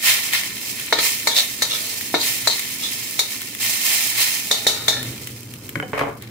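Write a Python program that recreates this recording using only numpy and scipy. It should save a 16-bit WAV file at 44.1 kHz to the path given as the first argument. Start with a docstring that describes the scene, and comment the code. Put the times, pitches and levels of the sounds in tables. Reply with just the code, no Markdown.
"""A kitchen heard from close by, through a stereo microphone pair over a steel wok.
From the start rice and vegetables fry as crackling noise over the stove's low roar and wavering hum.
Soon a metal spatula scrapes (stick-slip noise through ringing modes), fat spits in short noise bursts,
and the spatula strikes the pan (pressure pulse, thud, ringing blade); turned rice flares up on hot steel.
The spatula is tapped off, the sizzle dies down, and near the end a utensil clatters dully on the worktop."""
import sys
import numpy as np
from scipy import signal
from scipy.fft import rfft, irfft, next_fast_len
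from scipy.io import wavfile
from scipy.ndimage import uniform_filter1d

SR = 44100
rng = np.random.default_rng(int(sys.argv[2]) if len(sys.argv) > 2 else 0)


def unload_audio(sound):
    """Save the sound as a 16-bit wav file, at the path given as the first command line argument."""
    columns = np.transpose(np.atleast_2d(sound))
    # keep every value between -1 and 1, then stretch to whole-number steps
    steps = np.round(np.clip(columns, -1, 1) * 32767)
    wavfile.write(sys.argv[1], SR, steps.astype(np.int16))


N = 277827
TIME = np.arange(N) / SR  # s

# All table levels are relative: each source trims them further.
# Noise spectra of the frying food: (frequency [Hz], density [dB per Hz])
SIZZLE_SPECTRUM = [(30, -61), (300, -37), (700, -7.5), (1500, -18), (2100, 2.5), (3200, -1.5), (5000, 1.5),
                   (8000, 0), (12000, -3), (15500, -1.5)]
RUSTLE_SPECTRUM = [(30, -46), (250, -30.5), (500, -24.5), (900, -16.5), (1600, -10), (1900, -1), (2200, 1),
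                   (2700, -5.5), (4000, -3), (6000, -18.5), (12000, -19)]
FIZZ_SPECTRUM = [(500, -46), (3000, -20), (7000, -4.5), (11000, 0.5), (15500, -1.5)]
# Noise spectra of the stove, wok, spatula blade and worktop: (frequency [Hz], density [dB per Hz])
STOVE_SPECTRUM = [(20, -57), (45, -25), (70, -7), (97, -7.5), (128, -6), (165, -5.5), (245, 1.5),
                  (330, -4.5), (450, -8), (700, -19), (1500, -19.5), (4000, -40), (12000, -34.5)]
WOK_SPECTRUM = [(40, -71), (100, -26), (200, -11), (400, -3), (900, 1), (1550, -10.5), (2200, 3),
                (2800, -30), (5000, -21), (12000, -26)]
BLADE_SPECTRUM = [(50, -88), (1000, -29), (3100, -12), (3550, 8.5), (4200, 1), (4900, -7.5), (6300, -3),
                  (8000, -10.5), (15500, -16.5)]
WORKTOP_SPECTRUM = [(30, -13), (130, -2), (330, -6), (450, 7.5), (750, 5.5), (1100, 6.5), (1500, -4),
                    (2300, -3.5), (3300, -19), (6000, -32), (15000, -44)]
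# Likeness of the two microphone channels, held to 1 at most: (frequency [Hz], likeness [1 = identical])
CHANNEL_LIKENESS = [(60, 0.6), (290, 1.02), (640, 0.34), (1400, 0.48), (3100, 0.02), (6800, 0), (15000, 0)]
# Lean of the frying across the pair: (frequency [Hz], left minus right [dB])
FRY_LEAN = [(200, 21), (700, -8), (1300, -7), (2400, 7.5), (4400, -3.5), (8000, -5), (15000, -6.5)]
# Modes of the wok and of the spatula blade, before pitch and hold factors:
# (frequency [Hz], level [dB], 60 dB decay [s])
WOK_MODES = [(260, -15, 0.049), (441.4, 1.5, 0.12), (563, 1, 0.088), (643, 1, 0.1), (817, -3, 0.18),
             (928, 1, 0.086), (915, -2, 0.16), (1102, -11, 0.16), (1290, 2, 0.1), (1444, 3.5, 0.058),
             (1804, -2.5, 0.087), (1790, 9.5, 0.056), (2074, -16, 0.12), (2270, 7, 0.059)]
BLADE_MODES = [(2940, -10.5, 0.65), (3630, -2, 0.75), (3820, -4, 0.36), (3590, -5, 0.12),
               (3940, -0.5, 0.084), (4010, 5.5, 0.19), (4020, -22, .2), (4370, -16, 0.17),
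               (4410, -7.5, 0.83), (5100, -1, 0.25), (5600, -1, 0.34), (6670, -5, .28), (6740, -23, 0.17),
               (6900, -20, 0.47), (7800, -22, 0.33), (9100, -12, 0.14)]
# Modes of the worktop, the utensil on it, a hollow thump and a small clink:
# (frequency [Hz], level [dB], 60 dB decay [s])
WORKTOP_MODES = [(146.5, -3, 0.2), (281, 0.5, 0.098), (433.3, 1, 0.2), (561, 4, 0.11), (750, -12, 0.067),
                 (950, -5, 0.039), (1100, -1.5, 0.061)]
UTENSIL_MODES = [(1120, -7, 0.015), (1490, -3, 0.018), (1674, -4.5, 0.037), (2180, 2.5, 0.014),
                 (3065, -13, 0.048)]
THUMP_MODES = [(158, -1, 0.18), (294, 1, 0.09), (470, -9, 0.064)]
CLINK_MODES = [(508, -4, 0.12), (745, 0, 0.078), (1750, -7, 0.062), (3040, -1, 0.05)]
# Rice turned onto hot steel: (peak time [s], rise [s], time to halve before the slow decay [s],
# sizzle level [dB], rustle level [dB])
RICE_TURNS = [(0.102, 0.041, 0.065, -16.5, -17.5), (.352, .018, 0.033, -23, -19.5),
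              (.66, 0.034, 0.35, -33, -41.5), (.8, 0.036, 0.11, -36, -36.5),
              (1.061, 0.043, 0.056, -18, -26), (1.384, 0.024, 0.064, -21, -28),
              (1.77, 0.067, 0.58, -29, -40), (2.275, 0.045, 0.084, -22.5, -29.5), (2.6, 0.15, .4, -30, -35),
              (3.03, 0.25, 0.27, -32, -40.5), (3.32, 0.029, 0.062, -29, -37.5),
              (3.621, 0.013, 0.68, -23, -30.5), (3.92, 0.059, 0.43, -21, -27),
              (4.22, 0.034, 0.099, -20, -23.5), (5.09, 0.035, 0.12, -36, -39),
              (6.24, 0.022, 0.024, -58, -45.5)]
# Stove over time: (time [s], roar level [dB], hum level [dB])
STOVE_LEVELS = [(0, -45, -49.5), (2, -42.5, -49.5), (4.4, -45, -54.5), (4.9, -40, -39.5), (5.1, -36.5, -34),
                (5.4, -44, -41), (5.9, -40, -42), (6.3, -40.5, -44)]
# Blade scraping steel, and at 1.87 s a slow swell as the wok rings out: # (time of hardest press [s], rise [s],
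# fall [s], blade level [dB], wok level [dB], blade pitch [factor])
SCRAPE_EVENTS = [(.092, 0.037, 0.024, -38, -42, 1.1), (.36, 0.024, 0.051, -33, -47, 1.5),
                 (.988, 0.019, 0.024, -26.5, -26, 0.89), (1.335, 0.05, 0.017, -25, -32, .98),
                 (1.383, 0.023, 0.033, -15.5, -27, 1.02), (1.722, 0.02, 0.037, -24, -29.5, .96),
                 (1.87, 0.19, 0.095, -40, -43, 1.14), (2.214, 0.015, 0.028, -23, -49, 1.08),
                 (2.51, 0.017, 0.035, -21.5, -58, 1.07), (2.84, 0.016, 0.047, -27.5, -39.5, 0.96),
                 (4.21, 0.027, 0.079, -30.5, -42.5, 1.13)]
# Loudest spits of fat: (time [s], level [dB])
LOUD_SPITS = [(.197, -16), (.333, -3), (.7962, -12), (1.9949, -22), (2.0093, -10), (2.5934, -5.5),
              (3.4164, -11), (3.5488, -13), (4.0064, -8), (4.1524, -14), (5.028, -10.5), (5.2712, -12),
              (5.537, -19), (5.691, -14), (6.2222, -21)]
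# Spatula blows: (time [s], wok thud [dB], contact pulse [Hz, low when cushioned], blade ring [dB],
# blade tilt [dB per octave], hold [factor on ring time, small when buried in rice],
# blade pitch [factor, pressing stiffens it])
BLOW_EVENTS = [(0.332, -28, 2090, -40, -1, 0.37, 1), (.926, -12, 900, -12, -9, 0.39, 1.055),
               (0.988, -17, 1310, -18, -6, 0.52, 1.12), (1.272, -14.5, 1400, -13.5, 1.5, 0.42, 1.08),
               (1.621, -17, 1900, -12, 0.5, 0.35, 1.066), (2.142, -13.5, 500, -24, -5, 0.25, 1.08),
               (2.147, -22.5, 875, -17.5, -11.5, 0.44, 1.05), (2.473, -17, 1070, -11, 0.5, 0.25, 1.1),
               (3.192, -17, 2090, -12.5, 2, 0.39, 1.04), (4.512, -20, 780, -13, 0.5, 0.59, 1.026),
               (4.667, -19, 910, -11.5, 1.5, 0.73, 1.037), (4.695, -27, 770, -33, 0, 0.76, 0.75),
               (4.881, -17, 850, -12, 0, 0.7, 1.014)]
# Dull clatter: (time [s], worktop level [dB], utensil level [dB], 60 dB decay of the rattle [s],
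# worktop tilt [dB per octave])
KNOCK_EVENTS = [(5.756, -26.5, -15.5, 0.024, 1), (5.8, -30.5, -18, 0.013, -3),
                (5.826, -30, -23.5, 0.028, -6), (5.933, -20.5, -27, 0.12, 1), (5.947, -32, -29, 0.33, 4),
                (5.977, -19, -33, 0.084, 5.5), (5.992, -21.5, -21, 0.15, 5.5), (6.012, -16.5, -29, 0.13, 2),
                (6.035, -23, -34, 0.17, -1.5), (6.071, -25, -49, 0.21, -0.5),
                (6.098, -32.5, -37, 0.081, 2.5)]

DRY_S, SETTLE_S = 0.86, 0.37  # time constants: water boiling off, grains coming to rest
SIMMER_DB, SIMMER_RUSTLE_DB = -38, -45.5  # rice lying still
REST_S, COOL_DB_PER_S = 4.17, 10  # the simmer fades from here on
HUM_HZ = 118.4
# The blade skids after each blow: levels are relative to that blow, the fall is at hold 1
SKID_DELAY_S, SKID_RISE_S, SKID_FALL_S = 0.037, 0.05, 0.22
SKID_BLADE_DB, SKID_WOK_DB = -21, -7
SMALL_SPITS_PER_S, SMALL_SPIT_DB, SMALL_SPIT_SPREAD_DB = 12, -29, 3
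THUMP_S, THUMP_DB = 5.764, -21
CLINK_S, CLINK_DB = 5.829, -22
# The recorder's gain control: share of the excess taken off, and fall of its level detector
DUCK_FROM_DB, DUCK_SHARE, DUCK_ATTACK_S, DETECTOR_FALL_DB_PER_S = -16, 0.34, 0.043, 56
EDGE_HZ = 15750  # upper band limit


def amp(db):
    """Decibels to linear gain."""
    return 10 ** (np.asarray(db) / 20)


def unit(x):
    """Scales a signal to unit RMS."""
    return x / np.sqrt(np.mean(x ** 2) + 1e-20)


def read(points, hz):
    """Reads a frequency table, joined on a log-frequency axis."""
    f, value = np.transpose(points)
    return np.interp(np.log(hz + 1), np.log(f), value)


def level(table, column):
    """One dB column of a time table as a gain for every sample."""
    rows = np.array(table)
    return amp(np.interp(TIME, rows[:, 0], rows[:, column]))


def add(mix, s, sound):
    """Lays a sound into the mix from a time in seconds."""
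    part = mix[:, max(round(s * SR), 0):][:, :sound.shape[1]]
    part += sound[:, :part.shape[1]]


def colour(x, spectrum, tilt_db=0, pivot_hz=4000, size=2048):
    """Causal minimum-phase filter of unit energy, tilted in dB per octave about a pivot."""
    hz = abs(np.fft.fftfreq(size, 1 / SR))
    octaves = np.log2(np.maximum(hz, 100) / pivot_hz)
    gain = amp(read(spectrum, hz) + tilt_db * octaves)
    minimum_phase = np.exp(signal.hilbert(np.log(gain)).conj())
    taps = np.fft.ifft(minimum_phase).real
    return signal.oaconvolve(x, taps[None] / np.linalg.norm(taps), axes=1)[:, :x.shape[1]]


def channel_angle(hz):
    """Angle whose cosine is the likeness of the two channels."""
    return np.arccos(np.clip(read(CHANNEL_LIKENESS, hz), -1, 1))


def microphone_pair(x, lean_table=((100, 0), (10000, 0))):
    """Mixes two unrelated signals as the pair hears them: alike in the bass, apart in the treble."""
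    size = next_fast_len(x.shape[1])
    hz = np.fft.rfftfreq(size, 1 / SR)
    shared, apart = rfft(x, size)
    angle = channel_angle(hz) / 2
    lean = amp(read(lean_table, hz) / 2)
    left = (shared * np.cos(angle) + apart * np.sin(angle)) * lean
    right = (shared * np.cos(angle) - apart * np.sin(angle)) / lean
    return irfft(np.array([left, right]), size)[:, :x.shape[1]]


def noise(size):
    """Two channels of unrelated white noise."""
    return rng.standard_normal((2, size))


def wander(size, per_s):
    """Random values joined by straight lines, at a given rate."""
    knots = np.arange(size) * per_s / SR
    return np.interp(knots, np.arange(8000), rng.standard_normal(8000))


def crackle(size, per_s, spread_db, burst_s):
    """Tiny decaying noise bursts at random moments and sizes, brought to unit RMS."""
    happens = rng.random(size) < per_s / SR
    sizes = amp(spread_db * np.minimum(rng.exponential(1, size), 5)) * happens
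    # dividing by the rate keeps the power steady while the bursts thicken
    power = signal.lfilter([1], [1, -np.exp(-1 / (burst_s * SR))], sizes ** 2 / per_s)
    return unit(np.sqrt(power) * noise(size))


def ring(modes, t, hold=1, tilt_db=0):
    """Dying sine modes; each contact point and each channel weighs them differently."""
    hz, db, t60 = np.transpose(modes)[:, :, None]
    chance_db = 2 * rng.standard_normal((2, len(hz), 1))
    weight = amp(db + tilt_db * np.log2(hz / hz.mean()) + chance_db)
    phase = rng.uniform(0, 2 * np.pi, hz.shape)
    phase = phase + channel_angle(hz) * rng.standard_normal(weight.shape)
    decay = amp(-60 * t / (t60 * hold))
    waves = weight * decay * np.sin(2 * np.pi * hz * t + phase)
    return waves.sum(1) / np.sqrt(np.sum(weight ** 2) / 4)


def stiffened(table, factor):
    """The same modes or spectrum with every frequency multiplied by a factor."""
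    return [(hz * factor, *rest) for hz, *rest in table]


def shake(force, modes, hold=1, tilt_db=0):
    """Passes a force through a body's modes, keeping the force's strength."""
    response = ring(modes, np.arange(force.shape[1]) / SR, hold, tilt_db)
    shaken = signal.fftconvolve(force[:1], response, axes=1)[:, :force.shape[1]]
    return unit(shaken) * force.std()


def reflect(x, t60, wet_db, delay_s):
    """Adds a diffuse, decaying noise tail of reflections after a delay."""
    t = np.arange(SR // 2) / SR
    decaying = noise(len(t)) * amp(-60 * t / t60) * (t > delay_s)
    tail = microphone_pair(colour(decaying, [(200, 2.5), (4000, -2.0), (15000, -3.5)]))
    wet = signal.fftconvolve(x, tail / np.linalg.norm(tail[0]), axes=1)[:, :N]
    return x + amp(wet_db) * wet


def flare(s, rise, halve, end):
    """Swells to its peak, drops quickly, then lingers and dies away."""
    before = np.minimum(TIME - s, 0)
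    after = np.maximum(TIME - s, 0)
    return np.exp(-(before / rise) ** 2 / 2 - after / end) / (1 + after / halve)


def stirring():
    """Strength of sizzle and rustle: a fading simmer plus the power of a flare for every turn of the rice."""
    cooling = amp(-COOL_DB_PER_S * np.maximum(TIME - REST_S, 0))
    heat_power = (amp(SIMMER_DB) * cooling) ** 2
    motion_power = (amp(SIMMER_RUSTLE_DB) * cooling) ** 2
    for s, rise, halve, sizzle_db, rustle_db in RICE_TURNS:
        heat_power = heat_power + (amp(sizzle_db) * flare(s, rise, halve, DRY_S)) ** 2
        motion_power = motion_power + (amp(rustle_db) * flare(s, rise, halve, SETTLE_S)) ** 2
    return np.sqrt(heat_power), np.sqrt(motion_power)


def frying():
    """Steam bubbles burst over a fine hiss, thicker as the sizzle grows; moving rice adds a lower rustle."""
    heat, motion = stirring()
    bubbles = crackle(N, per_s=2600 * heat / amp(-32), spread_db=2.5, burst_s=0.00042)
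    steam = unit(bubbles + noise(N)) * amp(1.34 * wander(N, per_s=50))
    sizzle = unit(microphone_pair(colour(steam, SIZZLE_SPECTRUM), FRY_LEAN)) * heat * amp(3.8)
    grains = crackle(N, per_s=900 * motion / amp(-35.5), spread_db=3.0, burst_s=0.00053)
    grains = grains + amp(-3) * noise(N)
    rustle = unit(microphone_pair(colour(grains, RUSTLE_SPECTRUM), FRY_LEAN)) * motion * amp(2.5)
    droplets = crackle(N, per_s=170 * heat / amp(-29), spread_db=3, burst_s=0.0001)
    fizz = unit(microphone_pair(colour(droplets, FIZZ_SPECTRUM), FRY_LEAN)) * heat * amp(-7)
    # echoes inside the bowl
    return fizz + reflect(sizzle + rustle, t60=0.023, wet_db=-6, delay_s=0.000845)


def stove():
    """The burner's low roar is coloured noise; its fuzzy hum is a tone wavering in level and phase."""
    roar = unit(microphone_pair(colour(noise(N), STOVE_SPECTRUM, size=8192)))
    complex_noise = [1, 1j] @ noise(N)
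    drift = signal.lfilter([1], [1, -np.exp(-np.pi * 9 / SR)], complex_noise)  # about 9 Hz wide
    hum = unit((drift * np.exp(2j * np.pi * HUM_HZ * TIME)).real)
    band = signal.butter(1, [70, 190], "band", fs=SR, output="sos")
    hum = unit(signal.sosfilt(band, hum))
    return roar * level(STOVE_LEVELS, column=1) + hum * level(STOVE_LEVELS, column=2)


def skids():
    """A light scrape follows every blow; the freer the blade, the longer it lasts and the more it shakes the wok."""
    rows = []
    for s, thud_db, _, ring_db, _, hold, pitch in BLOW_EVENTS:
        freedom = hold ** 2
        wok_db = thud_db + SKID_WOK_DB + 20 * np.log10(freedom)
        rows.append((s + SKID_DELAY_S, SKID_RISE_S, SKID_FALL_S * freedom,
                     ring_db + SKID_BLADE_DB, wok_db, pitch))
    return rows


def scrapes():
    """The edge sticks and slips under uneven pressure, shaking the blade's damped modes and the wok."""
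    out, t = np.zeros((2, N)), np.arange(-SR // 5, SR // 5) / SR
    for s, rise, fall, blade_db, wok_db, pitch in SCRAPE_EVENTS + skids():
        press = np.exp(-(t / np.where(t < 0, rise, fall)) ** 2)
        press = press * amp(1.3 * wander(len(t), per_s=250))
        slips = crackle(len(t), per_s=1100, spread_db=0.6, burst_s=0.0005)
        blade = amp(0.5) * shake(slips, stiffened(BLADE_MODES, pitch), hold=0.33, tilt_db=-7)
        blade += amp(2.0) * colour(slips, stiffened(BLADE_SPECTRUM, pitch), tilt_db=-1.5)
        wok = shake(slips, WOK_MODES, hold=0.42)
        add(out, s + t[0], press * (amp(blade_db) * blade + amp(wok_db) * wok))
    return out


def small_spits():
    """Faint pops at random moments, as rows of (time [s], level [dB])."""
    chance, size = rng.random(N), rng.standard_normal(N)
    at = chance < SMALL_SPITS_PER_S / SR
    return list(zip(TIME[at], SMALL_SPIT_DB + SMALL_SPIT_SPREAD_DB * size[at]))


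def spits():
    """Single drops of fat burst with a sharp tick of noise and a short tail."""
    out, t = np.zeros((2, N)), np.arange(SR // 20) / SR
    for s, db in LOUD_SPITS + small_spits():
        burst = noise(len(t)) * (amp(-60 * t / 0.012) + amp(-9) * amp(-60 * t / 0.058))
        tick = colour(burst, SIZZLE_SPECTRUM, tilt_db=3.5) + amp(-3) * colour(burst, RUSTLE_SPECTRUM)
        add(out, s + 0.001008, amp(db - 10) * tick)
    return out


def blows():
    """The pan jerks with one short pressure pulse and thuds briefly while the blade rings on."""
    out, t = np.zeros((2, N)), np.arange(SR // 2) / SR
    for s, thud_db, pulse_hz, ring_db, tilt_db, hold, pitch in BLOW_EVENTS:
        u = 2 * np.pi * pulse_hz * (t - t.mean())
        jerk = amp(thud_db + 6) * (1 - u ** 2) * np.exp(-u ** 2 / 2)
        add(out, s + 0.00046 - t.mean(), jerk[None])
        hardness_db = 4 * np.log2(pulse_hz / 1000)  # a shorter contact reaches higher modes
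        chatter = noise(len(t)) * (amp(-60 * t / 0.025) + amp(-17.0) * amp(-60 * t / 0.23))
        thud = amp(3.5) * microphone_pair(colour(chatter, WOK_SPECTRUM, hardness_db))
        thud += amp(-2.0) * ring(WOK_MODES, t, 0.96, hardness_db)
        buzz = noise(len(t)) * (amp(-60 * t / (0.41 * hold)) + amp(2.0) * amp(-60 * t / 0.044))
        blade = amp(-1.0) * colour(buzz, stiffened(BLADE_SPECTRUM, pitch), tilt_db)
        blade += amp(-4) * ring(stiffened(BLADE_MODES, pitch), t, hold, tilt_db)
        onset = 1 - np.exp(-t / 0.002)
        add(out, s - 0.0005, amp(thud_db) * thud + amp(ring_db) * blade * onset)
    return out * amp([[0.6], [-0.6]])  # slightly left


def clatter():
    """A utensil knocks on the worktop, which thumps hollowly; it clinks once and rattles to rest."""
    out, t = np.zeros((2, N)), np.arange(SR // 3) / SR
    for s, top_db, utensil_db, t60, tilt_db in KNOCK_EVENTS:
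        rattle = crackle(len(t), per_s=1300, spread_db=-7.0, burst_s=0.0017) * amp(-60 * t / t60)
        rattle[0, 0] += 8  # the first contact
        top = amp(-1.0) * microphone_pair(colour(rattle, WORKTOP_SPECTRUM, tilt_db))
        top += amp(-2) * ring(WORKTOP_MODES, t, tilt_db=tilt_db)
        utensil = amp(-1.5) * shake(rattle, UTENSIL_MODES) + ring(UTENSIL_MODES, t)
        add(out, s, amp(top_db) * top + amp(utensil_db) * utensil)
    swell = 1 - np.exp(-t / 0.0018)
    add(out, THUMP_S, amp(THUMP_DB) * ring(THUMP_MODES, t) * swell)
    add(out, CLINK_S, amp(CLINK_DB) * ring(CLINK_MODES, t) * swell)
    return out


def scene():
    """Frying and stove close to the microphones; the separate strokes, spits and knocks also reach the walls."""
    background = frying() + stove()
    events = scrapes() + spits() + blows() + clatter()
    return background + reflect(events, t60=0.32, wet_db=-10.5, delay_s=0.012)  # kitchen walls


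def record(dry):
    """Gain control dips the whole level after loud sounds; then soft overload and the band limit."""
    power = uniform_filter1d((dry ** 2).mean(0), size=220)
    power_db = 10 * np.log10(abs(power) + 1e-12)
    fall = TIME * DETECTOR_FALL_DB_PER_S
    held_db = np.maximum.accumulate(power_db + fall) - fall  # jumps to peaks, then falls steadily
    over_db = np.maximum(held_db - DUCK_FROM_DB, 0)
    lag = np.exp(-1 / (DUCK_ATTACK_S * SR))
    ducked = dry * amp(-DUCK_SHARE * signal.lfilter([1 - lag], [1, -lag], over_db))
    overloaded = 1.1 * np.tanh(ducked / 1.1)
    lowpass = signal.firwin(401, EDGE_HZ, window=("kaiser", 7), fs=SR)
    return signal.oaconvolve(overloaded, lowpass[None], "same")


dry = scene()
out = record(dry)
unload_audio(out)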